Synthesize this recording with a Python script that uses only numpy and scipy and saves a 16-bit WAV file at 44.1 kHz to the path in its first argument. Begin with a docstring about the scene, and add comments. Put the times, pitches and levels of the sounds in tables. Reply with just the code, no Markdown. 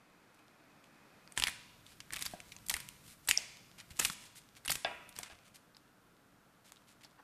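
"""Cutting small birds with kitchen scissors

Kitchen scissors cut along the backbones of small raw birds held over a wooden board. Bones crack as
short bursts of shaped noise, gristle and wet meat rub as showers of grains, and the board and blades
ring as fading sine waves. A close microphone in a lively kitchen also hears echoes and a soft hush."""
import sys
import numpy as np
from scipy import signal
from scipy.fft import rfft, irfft, next_fast_len
from scipy.io import wavfile

SR = 44100
rng = np.random.default_rng(int(sys.argv[2]) if len(sys.argv) > 2 else 0)


def wav_out(sig):
    """Save sig, one row per channel (or a flat mono array), as 16-bit PCM at SR to the path in sys.argv[1]."""
    wavfile.write(sys.argv[1], SR, np.round(np.clip(np.atleast_2d(sig).T, -1, 1) * 32767).astype(np.int16))


N = 318843


def from_db(db):
    """Turn decibels into a gain."""
    return 10 ** (np.asarray(db) / 20)


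def unit(x):
    """Scale a sound to an energy of one."""
    return x / np.sqrt(np.sum(x ** 2) + 1e-20)


def burst_gain(db):
    """Gain that gives a sound of energy one this level over 1 ms."""
    return from_db(db) * np.sqrt(SR / 1000)


def curve(rows):
    """Draw a smooth gain through rows of (t/s, level/dB)."""
    return from_db(np.interp(np.arange(N) / SR, *np.transpose(rows)))


def at_hz(points, hz, axis=1):
    """Read a table column between its frequencies, on a log scale."""
    points = np.array(points)
    return np.interp(np.log(np.maximum(hz, 1)), np.log(points[:, 0]), points[:, axis])


def bins(size):
    """List the frequencies in Hz of a real Fourier transform."""
    return np.arange(size // 2 + 1) * SR / size


def add(out, s, sound):
    """Mix a sound in, starting at s seconds."""
    at = max(round(s * SR), 0)
    out[at:at + len(sound)] += sound[:max(len(out) - at, 0)]


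def butter(x, order, hz, kind="low"):
    """Keep only the lows, the highs or a band."""
    return signal.sosfilt(signal.butter(order, hz, kind, fs=SR, output="sos"), x)


def shaped(x, gain_db):
    """Colour a sound by a dB value per frequency, with no sound before its cause (minimum phase)."""
    cepstrum = irfft(np.log(from_db(gain_db)))
    fold = 1 + np.sign(len(x) / 2 - np.arange(len(x)))
    fold[0] = 1
    return irfft(rfft(x) * np.exp(rfft(cepstrum * fold)))


def noise(colour):
    """Make steady coloured noise with an rms of one."""
    size = next_fast_len(N, real=True)
    spectrum = rfft(rng.standard_normal(size)) * from_db(at_hz(colour, bins(size)))
    return unit(irfft(spectrum, size)[:N]) * np.sqrt(N)


def modes(table, size):
    """Ring like a struck object: fading sine waves, every other one upside down."""
    t = np.arange(size) / SR
    ring = np.zeros(size)
    for k, (hz, db, t60) in enumerate(table):
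        ring += (-1) ** k * from_db(db - 60 * t / t60) * np.sin(2 * np.pi * hz * t)
    return ring


# tone colour shared by all cracks and rubs: (f/Hz, level/dB)
CRACK_COLOUR = [(40, -15.5), (150, -16), (350, -12), (600, -9), (950, -2.5), (1400, -1.5), (2200, 3),
                (3700, -1), (6000, -6.5), (8500, -7.5), (11000, -12.5), (14000, -20.5)]


def bone_db(hz, tilt):
    """Tip the shared colour about 4 kHz: a positive tilt in dB per octave is brighter."""
    return at_hz(CRACK_COLOUR, hz) + tilt * np.log2(np.clip(hz, 600, 14000) / 4000)


# cracks and small ticks of bone, wet skin or blades, and a few faint echoes:
# (t/s, level/dB over 1 ms, crumble time scale/ms, tilt/dB per octave, low end/dB,
# ring f/Hz, ring height/dB)
CRACKS = [(1.2761, -48, 0.18, -1, 2, 4660, 12), (1.3219, -44, 0.62, 4, 5, 9050, 8),
          (1.376, -21.5, 0.43, 0.5, 0, 8700, 4), (1.3786, -30, 1.64, 0.5, 13, 8280, 6),
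          (1.388, -41, 1.2, -4, -5, 7330, 23), (1.399, -24.5, 0.57, -1, -2, 8900, 9.5),
          (1.4222, -24, 0.52, 1, 9.5, 3530, 11), (1.4244, -26, 0.33, -2, -12.5, 6230, 0.5),
          (1.438, -17, 0.32, -1, -4.5, 4400, 7), (1.464, -43, 1.3, 7, 13, 2400, 24),
          (1.47, -35, 0.86, 10, -2, 2100, 4), (1.4706, -24, 0.37, 0.5, 3.5, 2220, 9.5),
          (1.474, -28, 0.28, 3, -10, 3400, 6), (1.4821, -26, 0.99, 2.5, 5, 2010, 9),
          (1.4948, -39, 1, 12, -11, 9350, 7), (1.8652, -47, 0.51, 1.5, 0, 3530, 9),
          (2.004, -37.5, 0.6, -2, -7, 5630, 8), (2.106, -38.5, 0.38, -1.5, -3, 1830, 11),
          (2.1236, -43, 0.98, -3, -2, 8280, 19), (2.1281, -36.5, 1.5, -2, 8.5, 8700, 15),
          (2.1341, -29, 1.1, 5.5, 12, 1820, 6), (2.1425, -34.5, 0.3, 1, 3, 3250, 4),
          (2.1625, -32, 0.58, 8, 16, 2650, 7), (2.1684, -32.5, 0.81, 3, 17, 2440, 10),
          (2.192, -37, 0.92, 6, 5, 1230, 10), (2.2095, -36, 1.3, 2, 5, 9350, 15),
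          (2.2148, -41, 0.29, 5, 3, 2250, 12.5), (2.2179, -38, 0.5, 4.5, 16, 1840, 8),
          (2.2234, -26.5, 0.75, 5.5, 3, 1860, 5.5), (2.2539, -34.5, 0.35, 2.5, -4, 4500, 2),
          (2.2574, -31.5, 0.95, 12, 15, 4690, 4), (2.262, -27.5, 1.07, 2.5, 6, 4840, 11),
          (2.4027, -39, 0.39, -4, -16, 8300, 13), (2.5194, -38.5, 1.7, 1.5, -20.5, 2230, 6.5),
          (2.5647, -42, 0.48, 1.5, 5, 6160, 10), (2.6855, -31.5, 0.33, 10, 12.5, 5290, 3),
          (2.6966, -21.5, 0.87, 6.5, -2, 3670, 4.5), (2.7001, -24.5, 0.41, 10, 8.5, 2160, 8),
          (2.702, -28.5, 0.76, 4, 17, 2170, 6.5), (2.7111, -29.5, 1.15, 4.5, 17, 3380, -1.5),
          (2.7402, -22.5, 0.57, 5, 11.5, 2170, 17.5), (2.7512, -41, 0.66, 0, 13.5, 2160, 7),
          (2.7656, -31, 0.84, 6.5, 16.5, 1550, 17.5), (2.802, -35.5, 1.1, 7, 16.5, 2340, 6),
          (2.8886, -37, 0.28, 7.0, 3, 3140, 6), (3.2744, -31, 1.13, 6, 18, 8400, 10),
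          (3.2865, -24, 0.63, 4, 8.5, 1740, 12.5), (3.2895, -18, 0.8, 10.5, 12.5, 1000, 10),
          (3.2915, -24, 1.05, -1, 6, 8000, 23), (3.2976, -36, 1.3, 8.5, 16.5, 11000, 11),
          (3.3115, -15, 0.4, -0.5, -12, 2150, 12.5), (3.312, -20.5, 0.32, 2.5, -14.5, 6900, 15),
          (3.8009, -45.5, 0.66, -3.5, -16.5, 6230, 11.5), (3.9926, -28.5, 0.46, 4.5, 12, 7030, 8),
          (3.9959, -20, 0.55, 7.5, 4, 1280, 11.5), (3.9982, -21.5, 0.57, 5, 13, 7100, 13),
          (4.0005, -23.5, 0.68, 3.5, 13.5, 7400, 4.5), (3.99, -38, 0.76, 6, -3, 8000, 8),
          (4.0124, -28.5, 1.85, -2, 2, 11000, 13), (4.022, -33, 1.3, -0.5, 5, 1920, 10),
          (4.025, -36, 1.7, 4, 9, 3670, -9), (4.042, -38, 0.74, 8, 23, 4880, 1),
          (4.0494, -21, 0.17, 0, -18, 2800, 6.5), (4.0513, -19.5, 0.78, 7, 10, 11000, -2),
          (4.056, -29.5, 0.9, 0, 14, 2430, 11), (4.0994, -29, 0.74, 2.5, 11, 2900, 0),
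          (4.65, -37.5, 0.99, 2.5, 8, 9740, 10), (4.6577, -35.5, 0.77, 2.5, 13, 10140, 9),
          (4.6618, -34.5, 0.45, -2.5, -10, 10140, 26), (4.679, -29, 0.21, -5, -26, 11000, 13),
          (4.6819, -27, 0.89, 3.5, -3, 2720, 12), (4.6965, -27, 0.55, -2, -1.5, 1800, 3),
          (4.6999, -25, 1.07, -2, 6, 5140, 19), (4.7045, -21, 0.7, 9.5, 0, 4800, 8),
          (4.718, -21.5, 0.47, 10, 17, 1780, 12), (4.7224, -26, 0.77, 4, -13, 6750, 8),
          (4.7544, -32, 0.69, 0.5, 3, 9740, 7), (4.7564, -31, 0.83, 5.5, 9, 1920, 6),
          (5.0908, -42, 0.97, 15.5, 20, 3360, 16), (5.1642, -42, 0.45, -2, -12, 5050, 7),
          (5.1881, -30, 0.68, 10.5, 36.5, 7260, 3), (5.2314, -33.5, 1.2, 0.5, -2, 5080, 2),
          (5.7475, -52.5, 1.2, -5, -2.5, 4500, 15.5), (5.7677, -47.5, 0.47, 4.5, 15, 4320, 19),
          (6.7209, -43, 0.25, 6, 24.5, 7060, 8), (6.769, -53.5, 0.69, 2.5, 7, 3430, 16),
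          (7.0463, -45.5, 2.2, -0.5, 15, 5000, 18)]
PATCH_GAP = 4.066  # spacing of chance peaks and dips in a crack's colour, on a scale of square-root Hz


def cracks(snap=0.43, crumble_scale=3.7, rise=.45, swell=0.65, grain_db=1.0, ring_octaves=0.25,
           ring_spread=0.46, body_hz=1400, uneven_db=2.5, size=4096, count=192):
    """Tiny fractures swell to a break and die within milliseconds; gives near and room sound."""
    near, far = np.zeros(N), np.zeros(N)
    hz = np.maximum(bins(size), 1)
    ms = (np.arange(size) - count) / SR * 1000  # leave room before the break for the swell
    for s, db, crumble_ms, tilt, body_db, ring_hz, ring_db in CRACKS + splinters():
        chance, sizes, shape = rng.standard_normal((3, size))
        # slow breaks also build up slowly
        age = ms / max(crumble_ms, .1) - rise
        envelope = np.exp(-np.maximum(-age / swell, age / crumble_scale))
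        crumbs = unit(chance * from_db(grain_db * sizes) * envelope)
        # brittle bone gives way at once
        fracture = 1.0 * (np.arange(size) == np.argmin(abs(age)))
        force = crumbs + fracture * snap / max(crumble_ms, .25)
        # each crack has its own pitch and a chance unevenness of colour
        ring = ring_db * np.exp(-.5 * (np.log2(hz / ring_hz) / ring_octaves) ** 2)
        patches = uneven_db * np.interp(np.sqrt(hz), np.arange(size) * PATCH_GAP, shape)
        # some breaks shake the whole carcass
        colour = bone_db(hz, tilt) + body_db / (1 + (hz / body_hz) ** 4)
        near_sound = unit(shaped(force, colour + ring + patches))
        # all directions together sound smoother
        far_sound = unit(shaped(fracture, colour + ring_spread * ring))
        add(near, s - count / SR, burst_gain(db) * near_sound)
        add(far, s - count / SR, burst_gain(db) * far_sound)
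    return near, far


# squeezes of the scissors: (start t/s, length/s, shearing level/dB, shearing tilt/dB per octave,
# middle splinter level/dB over 1 ms before fading, board jolt/dB before its attack)
CUTS = [(1.366, 0.12, -71, 2, -41, -54.5), (2.124, 0.17, -58.5, 0.5, -43.5, -59.5),
        (2.695, 0.07, -52.5, 10, -59, -58), (3.286, 0.027, -48.5, 11, -30.5, -55),
        (3.994, 0.1, -43, 8.5, -41.5, -58), (4.693, 0.062, -51, 5, -40, -54),
        (5.151, 0.071, -59.5, 1, -51, -55.5)]
SPLINTER_MS, SPLINTER_BODY_DB = 0.44, 2.5  # crumble time scale and low end
SPLINTER_RING_HZ, SPLINTER_RING_DB = (1800, 9500), 1.5  # range of pitches and how far each stands out
SPLINTER_TILT_DB, SPLINTER_TILT_SPREAD_DB = 5.5, 5  # dB per octave, and spread either way
SPLINTER_SPREAD_DB, SPLINTER_FADE_DB = 5.5, 5  # spread either way, and fade as the blades close


def splinters(count=12):
    """Each squeeze sheds small cracks at chance moments, each with its own size, brightness and pitch."""
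    rows = []
    low, high = SPLINTER_RING_HZ
    for start, length, _, _, db, _ in CUTS:
        for k, (when, strength, bright, pitch) in enumerate(rng.random((count, 4))):
            closed = (k + when) / count
            level = db + SPLINTER_SPREAD_DB * (2 * strength - 1) - SPLINTER_FADE_DB * closed
            tilt = SPLINTER_TILT_DB + SPLINTER_TILT_SPREAD_DB * (2 * bright - 1)
            ring_hz = low * (high / low) ** pitch
            rows.append((start + length * closed, level, SPLINTER_MS, tilt,
                         SPLINTER_BODY_DB, ring_hz, SPLINTER_RING_DB))
    return rows


def rub(strokes, grains_per_s, spread_db=4.0, slide=0.19, squareness=0.58, size=8192):
    """Fibres part one after another, as grains of uneven size over a smooth slide."""
    out, t = np.zeros(N), np.arange(size) / SR
    for s, length, db, tilt in strokes:
        happens = rng.random(size) < grains_per_s / SR
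        grains = happens * from_db(spread_db * np.minimum(rng.exponential(1, size), 4))
        # pressure swells and lets go
        press = np.maximum(t * (length - t), 0) ** squareness
        force = press * (grains * rng.choice([-1, 1], size) + slide * rng.standard_normal(size))
        sound = unit(shaped(force, bone_db(bins(size), tilt)))
        add(out, s, from_db(db) * sound * np.sqrt(length * SR))
    return out


def shearing():
    """The blades shear gristle in a dense rush of grains during each squeeze."""
    return rub([cut[:4] for cut in CUTS], grains_per_s=4600)


# meat and gloves squelch as the bird is shifted and the blades reopen:
# (start t/s, length/s, level/dB, tilt/dB per octave)
SQUELCHES = [(0.342, .012, -70, 6), (0.389, .01, -67, 1), (0.839, 0.0058, -61, 0.5), (1.362, 0.011, -53, 4),
             (1.853, 0.094, -64.5, 3), (2.292, 0.061, -60, 6), (2.454, 0.069, -66.5, 4),
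             (2.663, 0.0065, -49, 11), (3.037, 0.11, -60, 6.5), (3.226, 0.077, -67, 7),
             (3.778, 0.04, -54.5, 1), (3.901, 0.023, -56, 2.5), (3.956, 0.033, -57, 5.5),
             (3.992, 0.0036, -47, 5), (4.102, 0.041, -52.5, 6), (4.198, 0.087, -60, 3.5),
             (4.352, 0.044, -56, 6), (4.557, 0.029, -59, 2.5), (5.228, 0.058, -57.5, -1),
             (5.295, 0.043, -60, -1.5), (5.444, 0.048, -66, 2.5), (5.539, 0.034, -58.5, 4.5),
             (6.642, 0.064, -65.5, 3.5), (6.866, 0.072, -67.5, 4), (7.007, 0.018, -65, 0),
             (7.031, 0.024, -59.5, 2.5)]


def squelching():
    """Wet meat and gloves rub in sparser grains."""
    return rub(SQUELCHES, grains_per_s=2500)


# the scissors snap shut once the bone is through: (t/s, level/dB over 1 ms)
SNAPS = [(3.374, -16)]
# ringing tones of the closed scissors: (f/Hz, relative level/dB, time to fall 60 dB/s)
SCISSORS = [(2150, -31, 0.02), (3330, -17, 0.015), (4230, -39, 0.015), (5260, 6.5, 0.0054),
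            (5500, 7.5, 0.0043), (6040, 2, 0.0058), (6650, -5, 0.0063), (7260, -11, 0.0062),
            (8300, -14.5, 0.0064), (10650, -24, 0.0034)]


def snaps(grind_s=0.0003, far_ring_s=0.00026, low_hz=2800, size=4096):
    """Steel grinds onto steel and the hand soon damps the ring; gives near and room sound."""
    near, far, t = np.zeros(N), np.zeros(N), np.arange(size) / SR
    ring = butter(modes(SCISSORS, size), 2, low_hz, "high")  # narrow blades give off few lows
    clash = ring * np.exp(-t / far_ring_s)  # only the first clash fills the room
    for s, db in SNAPS:
        force = rng.standard_normal(size) * t * np.exp(-t / grind_s)
        add(near, s, burst_gain(db) * unit(signal.fftconvolve(force, ring)))
        add(far, s, burst_gain(db) * unit(clash))
    return near, far


# bone or blade hits the board: (t/s, level/dB over 1 ms, contact brightness f/Hz,
# far level against near/dB before the room mix)
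KNOCKS = [(2.3344, -33.5, 690, -9), (3.3767, -39, 550, -3.5), (4.8471, -19.5, 3140, -6),
          (4.862, -42, 2960, 1), (4.912, -36, 1910, -5), (5.196, -42.5, 1710, -2), (5.299, -45, 3470, -5),
          (5.31, -47, 3620, -10)]
# ringing tones of the board and what stands on it: (f/Hz, relative level/dB, time to fall 60 dB/s)
BOARD = [(340, -19, 0.009), (648, -4.5, 0.034), (746, 1, 0.014), (865, -3, 0.011), (1114, -14, 0.014),
         (1630, -7.5, 0.038), (1673, -8, 0.032), (1960, -13.5, 0.0092), (2330, -14, 0.015),
         (2655, -9, 0.022), (3040, -11.5, 0.022), (3520, -3.5, 0.017), (5090, 2.5, 0.004)]
# the board's many weak, crowded tones, heard as one woody burst: (f/Hz, level/dB)
WOOD_COLOUR = [(100, -36), (450, -11), (700, -4), (1100, -5), (1650, -1), (2700, -2), (3200, -20.5),
               (5000, -24), (14000, -45.5)]


def knocks(rattle=0.4, rattle_s=0.02, far_ring_s=0.0014, far_top_hz=2500, wood_db=-2.0,
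           wood_s=0.017, order=6, size=4096):
    """Uneven blows ring the board, a fleshy contact only its lows; gives near and room sound."""
    near, far, t = np.zeros(N), np.zeros(N), np.arange(size) / SR
    ring = modes(BOARD, size)
    # the dull part of the first clack fills the room
    clack = unit(butter(ring * np.exp(-t / far_ring_s), order, far_top_hz))
    for s, db, contact_hz, far_db in KNOCKS:
        chance, crowd = rng.standard_normal((2, size))
        force = rattle * unit(chance * np.exp(-t / rattle_s))
        force[0] = 1  # the blow itself, before the rattle
        force = butter(force, 2, contact_hz)
        burst = shaped(crowd * np.exp(-t / wood_s), at_hz(WOOD_COLOUR, bins(size)))
        wood = from_db(wood_db) * unit(burst)
        far_sound = unit(signal.fftconvolve(force, clack + wood))
        add(near, s, burst_gain(db) * unit(signal.fftconvolve(force, ring)))
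        add(far, s, burst_gain(db) * from_db(far_db) * far_sound)
    return near, far


# low colour of the jolted board: (f/Hz, level/dB)
THUD_COLOUR = [(20, -8), (45, 10.5), (90, 6), (170, 2), (280, 2), (500, -37), (1000, -73)]
LEAN_S = .025  # the hands lean on the board this long before the blades bite
KNOCK_JOLT_DB = -69  # jolt under a knock, before its attack


def thuds(decay_s=0.02, attack_s=0.00055, size=8192):
    """Listed cracks within a squeeze jolt the board as hard as the hands lean; so does each knock."""
    power, t = np.zeros(N), np.arange(size) / SR
    jolts = [(s, KNOCK_JOLT_DB) for s, *_ in KNOCKS]
    for start, length, *_, db in CUTS:
        jolts += [(s, db) for s, *_ in CRACKS if start - LEAN_S <= s <= start + length]
    envelope = np.exp(-t / decay_s) * (1 - np.exp(-t / attack_s))
    for s, db in jolts:
        add(power, s, (from_db(db) * envelope) ** 2)
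    return np.sqrt(power) * noise(THUD_COLOUR)


# the bird is pressed onto the board or let go: (t/s, level before attack and decay/dB, pitch f/Hz)
THUMPS = [(1.423, -44, 230), (1.483, -45, 240), (2.337, -39, 190), (2.745, -44.5, 75), (3.911, -44.5, 85.5),
          (4.063, -55, 70), (4.0995, -37, 190), (4.701, -39, 150), (5.325, -54, 80)]
THUMP_CYCLES = 6.4  # meat damps a thump by 60 dB within this many cycles


def thumps(attack_s=.0008, size=8192):
    """The soft mass of the bird bounces on the board for a few low cycles."""
    out, t = np.zeros(N), np.arange(size) / SR
    for s, db, hz in THUMPS:
        bounce = modes([(hz, db, THUMP_CYCLES / hz)], size)
        add(out, s, bounce * (1 - np.exp(-t / attack_s)))
    return out


# faint crinkling of the gloves while the hands move: (t/s, level/dB)
CRINKLE = [(0, -84), (.45, -81), (1.2, -85), (1.8, -79), (3.7, -75), (4.5, -77), (5.45, -73), (5.65, -92),
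           (6.6, -92), (6.68, -72), (7.1, -74), (7.2, -80)]
# colour of the crinkling: (f/Hz, level/dB)
CRINKLE_COLOUR = [(200, -16.5), (1200, -4.5), (3500, 4.5), (7000, -3), (14000, -16.5)]
CRINKLES_PER_S = 86


def crinkling(spread_db=6.5):
    """Thin glove film crinkles in sparse grains of uneven size."""
    size = next_fast_len(N, real=True)
    happens = rng.random(size) < CRINKLES_PER_S / SR
    sizes = from_db(spread_db * np.minimum(rng.exponential(1, size), 3))
    grains = happens * rng.standard_normal(size) * sizes
    crinkle = shaped(grains, at_hz(CRINKLE_COLOUR, bins(size)))[:N]
    return curve(CRINKLE) * unit(crinkle) * np.sqrt(N)


# a gloved hand brushes the board: (start t/s, length/s, peak level/dB)
BRUSHES = [(7.176, .04, -58.5)]
# woody colour of the brush: (f/Hz, level/dB)
BRUSH_COLOUR = [(100, -25), (450, -10), (680, -1), (1000, 4), (1400, -3), (1900, -5), (2600, -16),
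                (5000, -25), (14000, -40)]


def brushing():
    """A glove sliding over wood makes noise that swells and fades."""
    press = np.zeros(N)
    for s, length, db in BRUSHES:
        add(press, s, from_db(db) * np.sin(np.linspace(0, np.pi, round(length * SR))))
    return press * noise(BRUSH_COLOUR)


# early echoes off counter, wall and ceiling: (delay t/s, level/dB)
ECHOES = [(.0023, -32), (.0062, -28.5), (0.012, -32.5)]


def echoes(x):
    """Hard surfaces close by each return one copy."""
    out = np.zeros(N)
    for delay, db in ECHOES:
        add(out, delay, from_db(db) * x)
    return out


# how the kitchen's echo tail dies: (f/Hz, time to fall 60 dB/s, relative level/dB)
KITCHEN = [(100, 0.513, -11.5), (407, 1, -4.5), (890, 1, -5.5), (2200, 0.63, 1.5), (2930, 1, -3.5),
           (5500, 0.91, -4), (8100, 0.67, 1), (12700, 0.17, 0.5)]
# steel trays and blades ring on faintly: (f/Hz, relative level/dB, time to fall 60 dB/s)
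STEEL_RING = [(633, -8.5, 0.29), (975, -1, 1), (1600, -3.5, 0.34), (1884, -10.5, 0.29), (2050, -7, 0.51),
              (2385, -3, 0.32), (2453, -2.5, .6), (2480, -5, 0.43), (3429, 0.5, 0.82), (3710, -16.5, 0.87),
              (5341, -4, .45), (6799, -7, 0.4), (7752, 0.5, .45), (9860, 4, .4)]


def kitchen(x, tail_db=-15.0, early_db=-13.0, ring_db=-26, early_s=0.036, uneven_db=5,
            gap_s=0.00092, order=2):
    """Quick reflections from counter and trays, ringing steel, then a tail that dies band by band."""
    t = np.arange(SR) / SR
    tail = np.zeros(SR)
    edges = np.geomspace(60, 16000, 15)
    for low, high in zip(edges, edges[1:]):
        hz = np.sqrt(low * high)
        band = butter(rng.standard_normal(SR), order, [low, high], "band")
        tail += band * from_db(at_hz(KITCHEN, hz, axis=2) - 60 * t / at_hz(KITCHEN, hz))
    # a few early reflections stand out
    sizes = from_db(uneven_db * rng.standard_normal(SR))
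    early = rng.standard_normal(SR) * sizes * np.exp(-t / early_s)
    arrived = t > gap_s
    answer = from_db(tail_db) * unit(tail * arrived)
    answer += from_db(early_db) * unit(early * arrived)
    answer += from_db(ring_db) * unit(modes(STEEL_RING, SR))
    return signal.fftconvolve(x, answer)


REPOSITION_S = .15  # the hands take up a new place this long before each squeeze after the first


def moving_kitchen(x):
    """The hands move between squeezes, so each one meets its own pattern of reflections."""
    out = np.zeros(N)
    edges = [0] + [round((start - REPOSITION_S) * SR) for start, *_ in CUTS[1:]] + [N]
    for first, last in zip(edges, edges[1:]):
        add(out, first / SR, kitchen(x[first:last]))
    return out


# low handling noise, with a swell as the second bird is pressed down: (t/s, level/dB)
RUMBLE = [(0, -79.5), (1.1, -77), (1.35, -68), (2.85, -61), (3.3, -65.5), (3.87, -65.5), (3.92, -61.5),
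          (4.0, -64.5), (4.5, -69.5), (4.9, -66), (5.6, -73)]
# colour of the rumble: (f/Hz, level/dB)
RUMBLE_COLOUR = [(20, -21), (50, -9), (80, -14.5), (110, -5), (190, -10), (280, -18), (600, -29.5)]


def rumble():
    """Handling makes a low noise that rises and falls."""
    return curve(RUMBLE) * noise(RUMBLE_COLOUR)


# a dull rush, perhaps a fan, that dies away: (t/s, level/dB)
FAN = [(0, -69.5), (.6, -67.5), (1.15, -64.5), (1.3, -66.5), (1.7, -77), (3.5, -90)]
# colour of the rush: (f/Hz, level/dB)
FAN_COLOUR = [(60, -13.5), (150, 1.5), (400, -1.5), (1000, -3.5), (1650, -4.5), (2000, -5.5), (2400, -6),
              (2540, -0.5), (2700, -13.5), (4700, -14.5), (6000, -18.5), (14000, -24.5)]


def fan():
    """A dull rush, perhaps a fan: coloured noise that swells a little and then dies away."""
    return curve(FAN) * noise(FAN_COLOUR)


# colour of the kitchen's hush: (f/Hz, level/dB)
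HUSH = [(20, -11), (75, -11), (115, -2), (195, 2.5), (275, -1), (298, 4.5), (335, -5), (680, -4), (860, -7),
        (1400, -3.5), (1900, -11), (3000, -16), (6000, -23), (14000, -29.5)]


def hush(level_db=-67.2):
    """The kitchen's background is soft, steady coloured noise."""
    return from_db(level_db) * noise(HUSH)


def scene(board_near_db=0.0, board_room_db=10.5, snap_room_db=-4.0, bone_room_db=-1.0):
    """Cut close to the microphone; the broad board sends more sound round the room."""
    bone, bone_far = cracks()
    steel, steel_far = snaps()
    board, board_far = knocks()
    meat = shearing() + squelching() + thuds() + thumps() + crinkling() + brushing()
    direct = bone + meat + steel + from_db(board_near_db) * board
    to_room = meat + from_db(bone_room_db) * bone_far
    to_room += from_db(snap_room_db) * steel_far + from_db(board_room_db) * board_far
    background = rumble() + fan() + hush()
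    mix = direct + echoes(direct) + moving_kitchen(to_room) + background
    return np.tile(mix, (2, 1))  # the same sound on both sides


def record(dry, cutoff_hz=14250):
    """Cut the top of the sound steeply."""
    return signal.sosfilt(signal.ellip(10, .1, 80, cutoff_hz, fs=SR, output="sos"), dry)


dry = scene()
out = record(dry)
wav_out(out)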